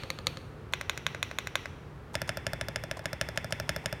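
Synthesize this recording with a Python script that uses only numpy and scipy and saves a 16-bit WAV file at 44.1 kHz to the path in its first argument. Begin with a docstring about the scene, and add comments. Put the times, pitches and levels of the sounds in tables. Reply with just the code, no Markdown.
"""A mechanical keyboard on a desk, close to the microphone: one finger tries two small keys, then the
spacebar. Each key clacks as it bottoms out and again, softer, as it springs back. The blow cracks,
rings cap and case and thumps the desk; the fingertip taps lightly on the caps. Behind the keys are
the reverberation of a small room and its low, steady rumble."""
import sys
import numpy as np
from scipy import signal
from scipy.fft import rfft, irfft
from scipy.io import wavfile

SR = 44100
rng = np.random.default_rng(int(sys.argv[2]) if len(sys.argv) > 2 else 0)


def output_pcm(signal):
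    """Save a mono or channel-first signal as 16-bit PCM at the path in sys.argv[1].

    Samples are clipped to [-1, 1] before scaling.
    """
    pcm = np.clip(np.atleast_2d(signal).T, -1, 1) * 32767
    wavfile.write(sys.argv[1], SR, np.round(pcm).astype(np.int16))


N = 176400
LEAD = SR // 4  # samples of the mix ahead of time zero
T = np.arange(SR // 8) / SR  # seconds into one blow

# Keys bottoming out. Each row: start in seconds, key, level in dB, brightness in dB per octave.
PRESSES = [ (0.1031, "first", -4, 0.5), (.2694, "first", 0.5, 1), (.7363, "second", 0.5, 0),
           (0.8964, "second", 0.5, .5), (1.0659, "second", 1, 0), (1.2285, "second", -0.5, 1.5),
           (1.3866, "second", -1, 1), (1.5554, "second", 2.5, 0.26), (2.1537, "space", -0.5, -0.5),
           (2.2926, "space", -0.5, -1), (2.467, "space", -1, -0.5), (2.6121, "space", -2.5, -0.5),
           (2.7599, "space", -1.5, -0.5), (2.9129, "space", -3.5, -1), (3.0568, "space", -1.5, -0.5),
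           (3.2128, "space", 1, 0), (3.3752, "space", 0, -0.5), (3.5244, "space", 0.5, 0),
           (3.6929, "space", 2, 0), (3.859, "space", 0, 0)]
# Keys springing back to their top stop. Each row reads as for a press.
RELEASES = [ (0.0353, "first", 0.5, -0.5), (0.1882, "first", 0, 0), (0.3717, "first", -1, 0),
            (.8120, "second", 1, 1), (0.9761, "second", -0.5, 2), (1.1476, "second", -1.5, -2),
            (1.3131, "second", -2.5, -2), (1.4718, "second", 1, 1), (1.6572, "second", -2.5, -2),
            (2.2176, "space", 1.5, 1), (2.3720, "space", -.5, 0.5), (2.5334, "space", 1, 0.5),
            (2.685, "space", -0.5, 0.5), (2.8378, "space", -3, 0), (2.9933, "space", -8.5, -1.5),
            (3.131, "space", -1, 0.5), (3.2880, "space", -2.5, 0.5), (3.4447, "space", -3, 0),
            (3.5998, "space", 0.5, 1), (3.7629, "space", 1, 1), (3.9269, "space", 1, 0)]
# Modes of cap and case, by key. 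Each row: frequency in Hz, t60 in seconds, resonance height in dB
# on press and on release.
KEY_MODES = { "first": [(536, 0.046, 15.5, 8), (1020, 0.022, 3.5, -9), (1250, 0.018, 11, 2.5),
             (1740, 0.023, -21, -6), (2074, 0.014, 12.5, -2), (2300, 0.011, 8, -8), (3080, 0.0077, 8, -3.5),
             (3710, 0.0074, 12.5, -8.5), (4190, 0.006, 13, -2.5), (4560, 0.015, 11, -2.5),
             (6170, 0.016, 3.5, -23), (6960, 0.0059, 2.5, -12.5), (8760, 0.0095, -3, -36),
             (11500, .008, -9, -37)], "second": [(585, 0.027, 10, 4.5), (850, 0.016, 2, -8.5),
             (1070, 0.019, 11.5, 0.5), (1542, 0.016, 11.5, 6.5), (2047, 0.017, 12, 7),
             (2490, 0.011, 8.5, 0.5), (3150, 0.0098, 7, -10), (3625, 0.014, 11.5, -11),
             (4060, 0.012, 4.5, -5.5), (5800, 0.031, 1, -5), (6810, 0.018, 3.5, -10),
             (8730, 0.0074, -15, -16), (11000, 0.0072, -6.5, -35), (14500, 0.0079, -12, -19)],
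             "space": [(560.6, 0.037, 15.5, 15), (651, 0.033, 14.5, 14), (883, 0.047, -2, 2),
             (1396, 0.012, 6.5, 6.5), (1732, 0.014, 11.5, 7.5), (2150, 0.016, 8.5, 1),
             (2710, 0.011, 2.5, -7.5), (3524, 0.02, 5.5, 0.5), (4520, 0.017, -1, -16),
             (5140, 0.01, 8.5, -2), (5610, 0.0099, 2.5, -3.5), (6780, 0.0069, -3, -12),
             (8550, 0.0077, -1.5, -12), (9600, 0.0051, -5, -18.5), (11030, 0.0073, -7, -18),
             (12900, 0.0037, -12, -10.5)]}
# Contact crack, by key. Each row: level in dB on press and on release, t60 in seconds.
CRACK = {"first": (-0.5, -16, .011), "second": (-3, -9, 0.012), "space": (-2, -8, 0.013)}
# Spectrum of the crack. Each row: frequency in Hz, relative level in dB.
CRACK_COLOUR = [(200, -25), (500, -11), (1200, -6), (2500, 2.5), (4000, -5), (6000, -4), (8000, -12),
                (12000, -15.5), (16000, -24.5)]
# Thump into the desk, by key. 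Each row: gain in dB on press and on release.
THUMP = {"first": (-2, -7), "second": (-14.5, -18), "space": (0, -1.3)}
# Modes of the desk. Each row: frequency in Hz, relative level in dB, swell time in seconds.
DESK_MODES = [(65.7, -43.5, 0.013), (125.2, -34.5, 0.0061), (156.3, -37.5, 0.0085), (325, -45.5, 0.0025)]
# Fingertip on a cap. Each row: start in seconds, level in dB, brightness in dB per octave.
TOUCHES = [(0.261, -10, 0.5), (0.725, -5, 1), (2.134, -20, 6), (2.142, 3, -1), (2.277, 1, 0.5),
           (2.282, -5, 0.5), (2.970, 1, 0), (3.041, -8, -2.5), (3.359, -2.5, -1), (3.507, -2, 0.5),
           (3.68, -11, -1), (3.84, -8, -2)]
# Spectrum of a touch. Each row: frequency in Hz, relative level in dB.
TOUCH_COLOUR = [(200, -30), (500, -3), (950, 0.5), (1500, -13), (2500, -20), (5000, -18), (9000, -22.5),
                (15000, -39)]
# Reflections from things on the desk. Each row: delay in seconds, gain in dB.
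ECHOES = [(.0011, -21), (.0023, -19.5), (.0092, -19), (.0099, -22), (0.0193, -30)]
# What a press sends into the room, by key. Each row: frequency in Hz, gain in dB.
ROOM_SEND = { "first": [(100, 3), (400, -3), (800, -10), (1300, -9), (1800, -11.5), (2400, -2), (3400, -8),
             (4550, -7), (4850, -21), (6500, -19), (7800, -29), (8800, -21), (10500, -31), (13000, -28),
             (15500, -35)], "second": [(100, -12), (400, -6), (750, -7), (1100, -7), (2400, -2), (3000, -7),
             (3700, -7.5), (4900, -21.5), (5800, -12), (6400, -20.5), (7600, -29), (11000, -31.5),
             (15000, -35)], "space": [(100, 2), (250, 3.5), (400, -2), (620, -7), (800, -3), (1200, -10.5),
             (1850, 2), (2500, -2.5), (3100, -12), (3500, -3), (3800, -21), (4600, -20), (5250, -11.5),
             (6200, -22.5), (8000, -27), (8600, -22), (9300, -27), (10500, -27.5), (15000, -35)]}
# Change of that send on release, by key. 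Each row: gain in dB, tilt in dB per octave.
RELEASE_SEND = {"first": (-13, -4), "second": (-7, -1.9), "space": (-5.5, -1.4)}
# Decay of the room. Each row: frequency in Hz, t60 in seconds.
ROOM_T60 = [(100, 0.13), (600, 0.72), (2000, 0.56), (5000, 0.76), (9000, 1), (15000, 0.63)]
# Spectrum of the room tone. Each row: frequency in Hz, relative level in dB.
RUMBLE_COLOUR = [(20, -29), (35, -22), (55, -3), (110, -5), (150, -5.5), (190, -11.5), (300, -13.5),
                 (430, -11.5), (600, -19), (800, -21), (1400, -21.5), (2200, -29.5), (4000, -39.5),
                 (7000, -48), (15000, -54)]
# Low resonances of the room. Each row: frequency in Hz, width in Hz, lift in dB.
ROOM_MODES = [(52.4, 4, 0.5), (84.2, 4, 8.5), (108.3, 3.2, 12), (130.6, 4.6, 2), (145.8, 4.1, 8)]

ATTACK_S = 0.00012
SCATTER_DB, DETUNE = 1.0, 0.0056  # no two blows land quite alike
CRACK_SAME = 0.59  # share of the crack's energy that repeats from blow to blow on one key
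CASE_LOW_HZ, CASE_ORDER = 435, 6.7  # the case radiates little below its first mode
TOUCH_T60_S, ROOM_DELAY_S, RUMBLE_DB = 0.039, 0.0042, -45.5


def keyboard():
    """The keys at close range: every press and release, and the fingertip landing on the caps."""
    mix = np.zeros(LEAD + N)
    for blows, released in ((PRESSES, False), (RELEASES, True)):
        grain = {key: burst(CRACK_COLOUR, t60=CRACK[key][-1]) for key in CRACK}
        for start, key, db, bright_db in blows:
            add(mix, start, amp(db) * clack(key, bright_db, released, grain[key]))
    for start, db, bright_db in TOUCHES:
        add(mix, start, amp(db) * tilt(burst(TOUCH_COLOUR, TOUCH_T60_S), bright_db))
    return (mix + desk_reflections(mix))[LEAD:]


def clack(key, bright_db, released, grain):
    """The stem hits its stop: a ring, a crack with the key's own grain, and a thump in the desk."""
    ring = struck(case_ring(key, released))
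    fresh = burst(CRACK_COLOUR, t60=CRACK[key][-1])
    crack = amp(CRACK[key][released]) * (np.sqrt(CRACK_SAME) * grain + np.sqrt(1 - CRACK_SAME) * fresh)
    return tilt(ring + crack, bright_db) + amp(THUMP[key][released]) * desk_thump()


def case_ring(key, released):
    """Cap and case ring in short modes, a little different in level and pitch at each blow."""
    hz, t60, press_db, release_db = np.transpose(KEY_MODES[key])[:, :, None]
    scatter, detune = rng.standard_normal((2, len(hz), 1))
    db = (release_db if released else press_db) + SCATTER_DB * scatter
    height = amp(db) * 2 * np.log(1000) / (t60 * SR)  # resonance height to starting amplitude
    polarity = (-1) ** np.arange(len(hz))[:, None]
    modes = polarity * height * fade(T, t60) * np.cos(2 * np.pi * hz * (1 + DETUNE * detune) * T)
    return modes.sum(0) * (1 - np.exp(-T / ATTACK_S))


def struck(ring):
    """Gives a ring the abrupt front of a hard blow and thins its bass, as the small case does."""
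    hz = abs(np.fft.fftfreq(len(ring), 1 / SR))
    gain = abs(np.fft.fft(ring)) / np.sqrt(1 + (CASE_LOW_HZ / (hz + 1)) ** (2 * CASE_ORDER))
    log_gain = np.log(np.maximum(gain, 1e-3))
    minimum_phase = np.exp(np.conj(signal.hilbert(log_gain)))
    return np.fft.ifft(minimum_phase).real


def desk_thump():
    """The desk under the keyboard takes the blow: its low modes swell and die away."""
    return sum(amp(db) * T / swell * np.exp(1 - T / swell) * np.sin(2 * np.pi * hz * T)
               for hz, db, swell in DESK_MODES)


def desk_reflections(direct, cutoff_hz=4800):
    """Things on the desk throw the sound back to the microphone, a little later and duller."""
    dull = signal.lfilter(*signal.butter(1, cutoff_hz, fs=SR), direct)
    return sum(amp(db) * np.roll(dull, round(delay * SR)) for delay, db in ECHOES)


def reverberation():
    """Each press and release leaves a tail in the room."""
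    mix = np.zeros(LEAD + N)
    tails = {key: room_tail(key) for key in ROOM_SEND}
    add(mix, start=-0.03, sound=amp(2.5) * tails["first"])  # a press just before the start still rings
    for start, key, db, bright_db in PRESSES:
        add(mix, start, amp(db) * tilt(tails[key], bright_db))
    for start, key, db, bright_db in RELEASES:
        softer_db, duller_db = RELEASE_SEND[key]
        add(mix, start, amp(db + softer_db) * tilt(tails[key], bright_db + duller_db))
    return mix[LEAD:]


def room_tail(key):
    """The room's diffuse answer to one blow: noise that dies at its own rate in each band."""
    hz, t, bands = signal.stft(noise(ROOM_SEND[key], size=SR), SR, nperseg=512)
    t60 = read(ROOM_T60, hz)[:, None]
    decaying = bands * fade(t, t60) * np.sqrt(2 * np.log(1000) / (t60 * SR))
    tail = signal.istft(decaying, SR, nperseg=512)[1][:SR]
    onset = np.clip(np.arange(SR) / SR / ROOM_DELAY_S - 0.5, 0, 1)
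    return tail * onset


def rumble():
    """Room tone: a steady rumble, droning a little in the room's resonances, with a faint hiss."""
    hz = np.fft.rfftfreq(N, 1 / SR)
    lift_db = sum(db / (1 + (2 * (hz - centre) / width) ** 2) for centre, width, db in ROOM_MODES)
    drone = irfft(rfft(noise(RUMBLE_COLOUR, size=N)) * amp(lift_db), N)
    return amp(RUMBLE_DB) * drone / drone.std()


def burst(colour, t60):
    """A short dying puff of coloured noise with unit-energy envelope."""
    shape = fade(T, t60) * (1 - np.exp(-T / ATTACK_S))
    return noise(colour, size=len(T)) * shape / np.linalg.norm(shape)


def noise(colour, size):
    """Noise whose spectrum follows the table."""
    gain = amp(read(colour, np.fft.rfftfreq(size, 1 / SR)))
    return irfft(rfft(rng.standard_normal(size)) * gain, size)


def tilt(sound, bright_db):
    """Tips the spectrum above 500 Hz by bright_db per octave, pivoting at 2 kHz."""
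    hz = np.fft.rfftfreq(2 * len(sound), 1 / SR)
    octaves = np.log2(np.maximum(hz, 500) / 2000)
    return irfft(rfft(sound, 2 * len(sound)) * amp(bright_db * octaves))[:len(sound)]


def amp(db):
    """Decibels to gain."""
    return 10 ** (np.asarray(db) / 20)


def read(points, hz):
    """Reads a table on a log-frequency axis."""
    table_hz, value = np.transpose(points)
    return np.interp(np.log(hz + 1), np.log(table_hz), value)


def fade(t, t60):
    """Exponential decay, 60 dB down at t60."""
    return np.exp(-np.log(1000) * t / t60)


def add(mix, start, sound):
    """Lays a sound into the mix, start seconds from time zero."""
    part = mix[LEAD + round(start * SR):][:len(sound)]
    part += sound[:len(part)]


def scene():
    """The keyboard up close and the room behind it, on one microphone."""
    return (keyboard() + reverberation() + rumble())[None]


def record(dry):
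    """The recorder passes nothing much above 16.3 kHz."""
    lowpass = signal.firwin(255, 16300, window=("kaiser", 9), fs=SR)
    return signal.oaconvolve(dry, lowpass[None], "same")


dry = scene()
out = record(dry)
output_pcm(out)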